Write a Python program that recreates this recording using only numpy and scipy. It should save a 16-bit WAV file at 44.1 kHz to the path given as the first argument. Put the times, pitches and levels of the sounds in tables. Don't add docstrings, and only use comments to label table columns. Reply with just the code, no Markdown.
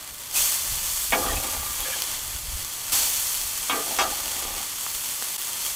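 import sys
import numpy as np
from scipy import signal
from scipy.io import wavfile
from scipy.ndimage import uniform_filter1d

SR = 44100
rng = np.random.default_rng(int(sys.argv[2]) if len(sys.argv) > 2 else 0)


def master_out(mix):
    frames = np.transpose(np.atleast_2d(mix))
    ceiling = np.clip(frames, -1, 1)
    pcm = np.round(ceiling * 32767).astype(np.int16)
    wavfile.write(sys.argv[1], SR, pcm)


def amplitude_ratio(level_db):
    exponent = np.asarray(level_db, float) / 20
    return 10 ** exponent


N = 253575

# (pitch_hz, relative_db, relative time to fall 60 dB)
PLATE_MODES = [(284.7, 4, 0.31), (303, -3.5, 0.5), (358, 0, 0.21), (408, -6, 0.13), (521, 3, 1),
               (555, -1, 0.47), (661, 8.5, 0.37), (799, 17, 0.2), (782, -5.5, 0.38), (830, -8, .22),
               (870, -34, 0.22), (969, 1, 0.19)]
# (pitch_hz, relative_db, relative time to fall 60 dB)
BLADE_MODES = [(1040.5, -11, 0.44), (1172, -5, 0.2), (1192, -1, 0.5), (1235, -7, 0.37), (1657, -11, 0.41),
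               (1960, -9.5, 0.29), (1930, -17, 0.21), (2247, -4, 0.086), (2340, -7.5, 0.15),
               (2490, -6, 0.057), (2780, -4, 0.084), (2900, -4.5, 0.077), (3250, -11, 0.072),
               (3280, 1, 0.074), (3720, -1.5, 0.044), (4250, -11, 0.069), (4470, -2.5, 0.16),
               (4900, -4.5, 0.1), (5900, -4, 0.092), (7660, -3.5, 0.062)]


def evened(x):
    return x / np.sqrt(np.mean(x ** 2) + 1e-20)


def read(points, hz):
    f, value = np.transpose(points)
    return np.interp(np.log(hz + 1), np.log(f + 1), value)


def add(mix, s, sound):
    part = mix[round(s * SR):][:len(sound)]
    part += sound[:len(part)]


def shaped(x, field_db, size=512):
    overlap = size * 3 // 4
    hz, t, z = signal.stft(x, SR, nperseg=size, noverlap=overlap)
    z = z * amplitude_ratio(field_db(hz[:, None], t))
    return signal.istft(z, SR, nperseg=size, noverlap=overlap)[1][:N]


def causal(db):
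    log_gain = np.log(amplitude_ratio(np.concatenate([db, db[-2:0:-1]])))
    return np.fft.ifft(np.exp(np.conj(signal.hilbert(log_gain)))).real[:len(db)]


def clicks(count, per_s, spread_db):
    chance, size, sign = rng.random((3, count))
    heights = amplitude_ratio(spread_db * np.minimum(-np.log(size + 1e-9), 5))
    return (chance < per_s / SR) * heights * np.sign(sign - .5)


def patches(bins, frames, count, rows=257):
    field = rng.standard_normal((count, rows)).T
    across_hz = uniform_filter1d(field, round(bins), 0)
    return evened(uniform_filter1d(across_hz, round(frames), 1))


def heat(t):
    # (time_s, level_db, brightness in dB per octave)
    simmer_points = [(0.0, -39.5, -2), (0.15, -40, -0.5), (0.31, -36, -0.5), (0.45, -30, 0.5),
                     (0.75, -29.5, -0.2), (1.0, -27, 1.1), (1.4, -30, 0), (1.7, -31.5, 1.5),
                     (1.95, -29.5, -1.2), (2.4, -32.5, -.5), (2.9, -32.5, -0.6), (3.3, -28, 0.86),
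                     (3.6, -30, -0.5), (3.9, -30, -0.5), (4.05, -30.5, -1), (4.3, -29.5, -0.5),
                     (4.7, -32, -1), (4.85, -31, 0), (5.55, -30.5, -0.4), (5.68, -29, 0), (5.75, -31, .5)]
    # (start_s, rise_s, hold_s, peak_db, fall in dB per s)
    landings = [(0.316, 0.047, 0.063, -22, 51), (2.914, 0.011, .05, -22.5, 35)]
    flash_db_per_octave = 0.5
    s, level_db, tilt_db = np.transpose(simmer_points)
    simmer_power = amplitude_ratio(2 * np.interp(t, s, level_db))
    flash_power = 0
    for at, rise, hold, db, fall_db in landings:
        fallen_db = fall_db * np.maximum(t - at - rise - hold, 0)
        flash_power = flash_power + np.clip((t - at) / rise, 0, 1) ** 3 * amplitude_ratio(2 * (db - fallen_db))
    power = simmer_power + flash_power
    brightness = np.interp(t, s, tilt_db) + flash_power / power * flash_db_per_octave
    return 10 * np.log10(power), brightness


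def hood_db(hz):
    # (pitch_hz, width_hz, gain_db)
    resonances = [(1090, 610, 5.5), (3320, 1020, 7.5), (4450, 470, 5.5), (7800, 2600, -5),
                  (11700, 4950, 8.5), (3760, 210, -4), (1615, 1050, -4)]
    return sum(db / (1 + (2 * (hz - f) / width) ** 2) for f, width, db in resonances)


def sizzle():
    # (pitch_hz, relative_db per Hz)
    sizzle_colour = [(120, -31), (200, -11), (450, -9), (700, -6.5), (1100, -4), (2000, -0.5), (3300, -4),
                     (5000, -1.5), (8000, 8), (10500, -3.5), (13000, -4.5), (15400, -1), (17000, -75)]
    # (pitch_hz, width in octaves, lift in dB per dB of level)
    fizz_hz, octaves, lift = (6100, 0.32, 0.15)
    level_db = heat(np.arange(N) / SR)[0]
    bubble_share = np.clip(0.29 * amplitude_ratio(-.6 * (level_db + 33.5)), 0, 1)
    sputter = evened(uniform_filter1d(rng.standard_normal(N), 500))
    bubbles = evened(clicks(N, per_s=900, spread_db=2.5) * amplitude_ratio(2.0 * sputter))
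    bursts = patches(40, 2, count=N // 128 + 9)
    bubbles = shaped(bubbles, lambda f, at: 1.5 * bursts[:, :len(at)])
    seethe = uniform_filter1d(rng.standard_normal(N), 3000)
    seethe = evened(uniform_filter1d(seethe, 3000))
    hiss = rng.standard_normal(N) * amplitude_ratio(0.13 * sputter)
    drive = np.sqrt(bubble_share) * evened(bubbles) + np.sqrt(1 - bubble_share) * hiss

    def fizz_db(f, at):
        distance = np.log2((f + 1) / fizz_hz) / octaves
        return lift * (heat(at)[0] + 44.3) * np.exp(-distance ** 2)

    drive = shaped(drive, lambda f, at: heat(at)[1] * np.log2((f + 200) / 8000))
    drive = shaped(drive, fizz_db)
    hz = np.linspace(0, SR / 2, 2049)
    colour = causal(read(sizzle_colour, hz) + hood_db(hz))
    drive = drive * amplitude_ratio(level_db + 0.66 * seethe)
    return signal.oaconvolve(drive, colour / np.linalg.norm(colour))[:N]


def pop(hz, turns=1.0, ring_hz=3300, ring_s=0.00058):
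    t = np.arange(256) / SR
    grain = np.diff(np.sin(2 * np.pi * hz * t) * np.exp(-t * hz / turns), prepend=0)
    spray = rng.standard_normal(len(t)) * np.exp(-t / 0.00015) * 0.18
    spray[0] += 1
    grain = np.convolve(spray, grain)[:len(t)]
    steel = 0.3 * np.sin(2 * np.pi * ring_hz * t) * np.exp(-t / ring_s)
    return grain / abs(grain).max() + steel


def spits():
    # (start_s, level_db, pitch_hz)
    loud_spits = [(0.1459, -22, 8400), (0.4726, -19, 8000.0), (1.106, -14, 9200.0), (1.151, -17, 4500.0),
                  (1.306, -20, 9700.0), (1.7084, -16, 5900.0), (1.805, -13, 11100), (2.0087, -20, 7400),
                  (2.0212, -6, 5530), (2.0245, -17, 5000), (2.3636, -16, 7200.0), (2.5393, -21, 7100.0),
                  (3.1482, -13, 7800.0), (3.344, -16, 7600), (3.8924, -19, 7050), (3.966, -15, 6000.0),
                  (4.2583, -13, 6000.0), (4.9508, -18.0, 8200.0), (5.01, -20, 6700.0),
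                  (5.3475, -21, 8200.0), (5.4165, -14, 8100), (5.5323, -15.0, 8100.0),
                  (5.65, -13.5, 8600.0), (5.6644, -11, 7300.0), (5.737, -21, 7500.0)]
    level_db = heat(np.arange(N) / SR)[0]
    small = clicks(N, per_s=4.7, spread_db=1.0) * amplitude_ratio(level_db + 3.5)
    out = signal.oaconvolve(small, pop(8600))[:N]
    for at, db, pitch_hz in loud_spits:
        add(out, at, amplitude_ratio(db) * pop(pitch_hz))
    return signal.oaconvolve(out, causal(hood_db(np.linspace(0, SR / 2, 2049))))[:N]


def frying():
    # (delay_s, level_db)
    echoes = [(.0011, -30.5), (.0034, -16.5), (.0052, -25.5)]
    direct = sizzle() + spits()
    echoed = direct.copy()
    for lag, db in echoes:
        add(echoed, lag, amplitude_ratio(db) * direct)
    return echoed


def wind():
    # (pitch_hz, relative_db per Hz)
    wind_colour = [(8, -24), (18, -0.5), (36, 1.5), (62, -1), (100, -7.5), (150, -17), (300, -30),
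                   (550, -101.5)]
    # (peak_s, rise_s, fall_s, peak_db)
    gust_list = [(0.19, 0.11, 0.045, -52), (0.42, 0.044, .04, -42), (0.7, 0.066, 0.24, -38),
                 (0.94, 0.048, 0.029, -49), (1.38, 0.3, 0.085, -32), (1.58, 0.067, 0.12, -36.5),
                 (1.81, 0.14, 0.18, -45), (2.16, 0.056, 0.18, -43.5), (2.37, .08, 0.15, -38.5),
                 (2.52, 0.13, .12, -36.5), (2.95, 0.06, 0.57, -45), (3.39, 0.058, .3, -47),
                 (4.03, .1, .12, -45), (4.23, 0.037, 0.052, -49), (4.5, .25, 0.14, -43.5),
                 (4.96, .1, .07, -54), (5.68, .1, .1, -57)]
    drop_db = 10.5
    calm_db, flutter_db = -62, 2.0
    swing = shaped(rng.standard_normal(N), lambda f, at: read(wind_colour, f), size=4096)
    t = np.arange(N) / SR
    power = amplitude_ratio(2 * calm_db)
    for s, rise, fall, db in gust_list:
        power = power + amplitude_ratio(2 * (db - drop_db * np.maximum((s - t) / rise, (t - s) / fall)))
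    flutter = uniform_filter1d(rng.standard_normal(N), 1500)
    flutter = evened(uniform_filter1d(flutter, 1500))
    return evened(swing) * np.sqrt(power) * amplitude_ratio(flutter_db * flutter)


def yard():
    # (pitch_hz, relative_db per Hz)
    wash_colour = [(40, -23), (90, 6.5), (170, -4), (400, -6), (1100, -6.5), (2000, -7), (6000, -49)]
    wash = shaped(rng.standard_normal(N), lambda f, at: read(wash_colour, f), size=2048)
    return amplitude_ratio(-52) * evened(wash)


def squeals():
    # (start_s, length_s, pitch_hz, level_db)
    squeal_notes = [(0.349, 0.056, 2540, -34.5), (3.734, .09, 444, -35), (1.206, .11, 1192, -33),
                    (1.269, 0.057, 1840, -37.5), (1.273, .08, 3280, -39.5), (1.334, 0.077, 2570, -39.5),
                    (1.4, .1, 1192, -44.5), (1.57, 0.16, 1192, -47.5), (1.799, 0.094, 3270, -39),
                    (1.836, 0.13, 1680, -41), (1.853, 0.069, 520, -44), (1.9, 0.11, 3140, -41),
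                    (1.841, 0.13, 2340, -43), (3.7, 0.15, 1170, -38.5), (3.853, 0.074, 866, -44),
                    (4.038, .13, 830, -40.5), (4.038, 0.04, 1230, -39), (4.44, .16, 815, -47)]
    out = np.zeros(N)
    rub = rng.standard_normal((len(squeal_notes), SR // 2))
    for (s, length, hz, db), noise in zip(squeal_notes, rub):
        width_hz = 24 + hz / 60
        note = signal.lfilter(*signal.iirpeak(hz, hz / width_hz, SR), noise)
        note = note[-round(length * SR):]
        breaks = evened(uniform_filter1d(noise[::-1], 700))[:len(note)]
        note = note * amplitude_ratio(3.0 * breaks)
        add(out, s, amplitude_ratio(db) * evened(note) * signal.windows.tukey(len(note), .4))
    return out


def ring(modes, tilt_db=0., length=0.43, crowd_db=-5.5):
    hz, db, t60 = np.transpose(modes)
    place, scatter = rng.random((2, 6 * len(modes)))
    crowd = hz[0] * 1.2 * (1.2 * hz[-1] / hz[0]) ** place
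    db = np.r_[db, np.interp(crowd, hz, db) + crowd_db - 8.0 * scatter]
    t60 = length * np.r_[t60, np.interp(crowd, hz, t60)]
    hz = np.r_[hz, crowd]
    t = np.arange(SR // 4)[:, None] / SR
    fading = amplitude_ratio(db + tilt_db * np.log2(hz / hz[0]) - 60 * t / t60)
    out = (fading * np.sin(2 * np.pi * hz * t)).sum(1)
    out = signal.sosfilt(signal.butter(4, 0.72 * hz[0], "high", fs=SR, output="sos"), out)
    return out / np.linalg.norm(out)


def knocks():
    # (start_s, plate_db, blade_db, top_hz: higher for harder contact, chatter_s)
    knock_list = [(1.1223, -30, -27, 3500, 0.028), (1.264, -44, -41, 3580, 0.0081),
                  (2.926, -46.5, -43, 3760, 0.094), (3.6964, -38.5, -28.5, 3950, 0.027),
                  (3.726, -40, -36.5, 2520, 0.032), (3.9869, -33.5, -24.5, 8600, 0.021),
                  (4.007, -28, -28, 6940, 0.03), (4.865, -63, -45.5, 3620, 0.00068),
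                  (5.223, -61, -48.5, 2200, 0.00073)]
    out = np.zeros(N)
    t = np.arange(SR // 8) / SR
    window = np.sqrt(SR / 30)
    for s, plate_db, blade_db, top_hz, chatter in knock_list:
        length = np.clip(chatter / 0.031, .03, .8)
        contact = np.exp(-(t / max(chatter, 3e-4)) ** 2) + 1.8 * np.exp(-t / 0.0003)
        force = rng.standard_normal((2, len(t))) * contact
        force = signal.sosfilt(signal.butter(8, top_hz, fs=SR, output="sos"), force)
        force = force / np.linalg.norm(force, axis=1, keepdims=True) * window
        plate_tilt = -2.5 + 16 * np.log2(top_hz / 3500)
        blade_tilt = 1 - 0.12 * (blade_db - plate_db)
        plate = ring(PLATE_MODES, plate_tilt, length, crowd_db=-11.5)
        blade = ring(BLADE_MODES, blade_tilt, length, crowd_db=-5.0)
        plate_sound = amplitude_ratio(plate_db) * signal.fftconvolve(force[0], plate)
        blade_sound = amplitude_ratio(blade_db) * signal.fftconvolve(force[1], blade)
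        add(out, s, plate_sound + blade_sound)
    return out


def scrapes():
    # (start_s, length_s, plate_db, blade_db, plate_fade_db)
    strokes = [(1.148, 0.2, -23.5, -38, 15), (1.3, 0.52, -33.5, -35.5, 19.5),
               (1.771, 0.24, -44.5, -40.5, 6), (3.74, 0.13, -34, -45, 14), (3.855, 0.16, -35, -42, 10),
               (4.04, 0.088, -31.5, -38.5, 13), (4.138, 0.5, -44, -41, -1)]
    blade_fade = 0.24
    out = np.zeros(N)
    for s, length, plate_db, blade_db, fade_db in strokes:
        skips = evened(clicks(SR, per_s=1300, spread_db=2.5))[:round(length * SR)]
        along = np.linspace(0, 1, len(skips))
        judder = evened(uniform_filter1d(rng.standard_normal(SR), 900))[:len(skips)]
        skips = skips * signal.windows.tukey(len(skips), .15) * amplitude_ratio(1.7 * judder)
        plate_push = skips * amplitude_ratio(plate_db - fade_db * along)
        blade_push = skips * amplitude_ratio(blade_db - blade_fade * fade_db * along)
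        add(out, s, signal.fftconvolve(plate_push, ring(PLATE_MODES, 1.6, length=0.31)))
        add(out, s, signal.fftconvolve(blade_push, ring(BLADE_MODES, -0.55, length=0.23)))
    return out


def scene():
    # (pitch_hz, level_db)
    spread = [(30, -32), (150, -23.5), (550, -27), (1650, -27.5), (2800, -30), (5000, -37.5), (9000, -39),
              (15000, -37.5)]
    mid = frying() + knocks() + scrapes() + squeals() + wind() + yard()
    flicker = patches(200, 2, count=N // 512 + 9, rows=1025)
    late = signal.hilbert(mid).imag
    side = shaped(late, lambda f, at: read(spread, f) + 7.1 * flicker[:, :len(at)], size=2048)
    return np.array([mid + side, mid - side])


def top_cut(x):
    return signal.sosfilt(signal.butter(12, 16660, fs=SR, output="sos"), x)


def record(dry):
    dip_s, half_width_s = 5.3737, .009
    distance = abs(np.arange(N) / SR - dip_s) / half_width_s
    fade = np.clip(distance, .15, 1) ** 1.14
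    return top_cut(dry * fade)


dry = scene()
out = record(dry)
master_out(out)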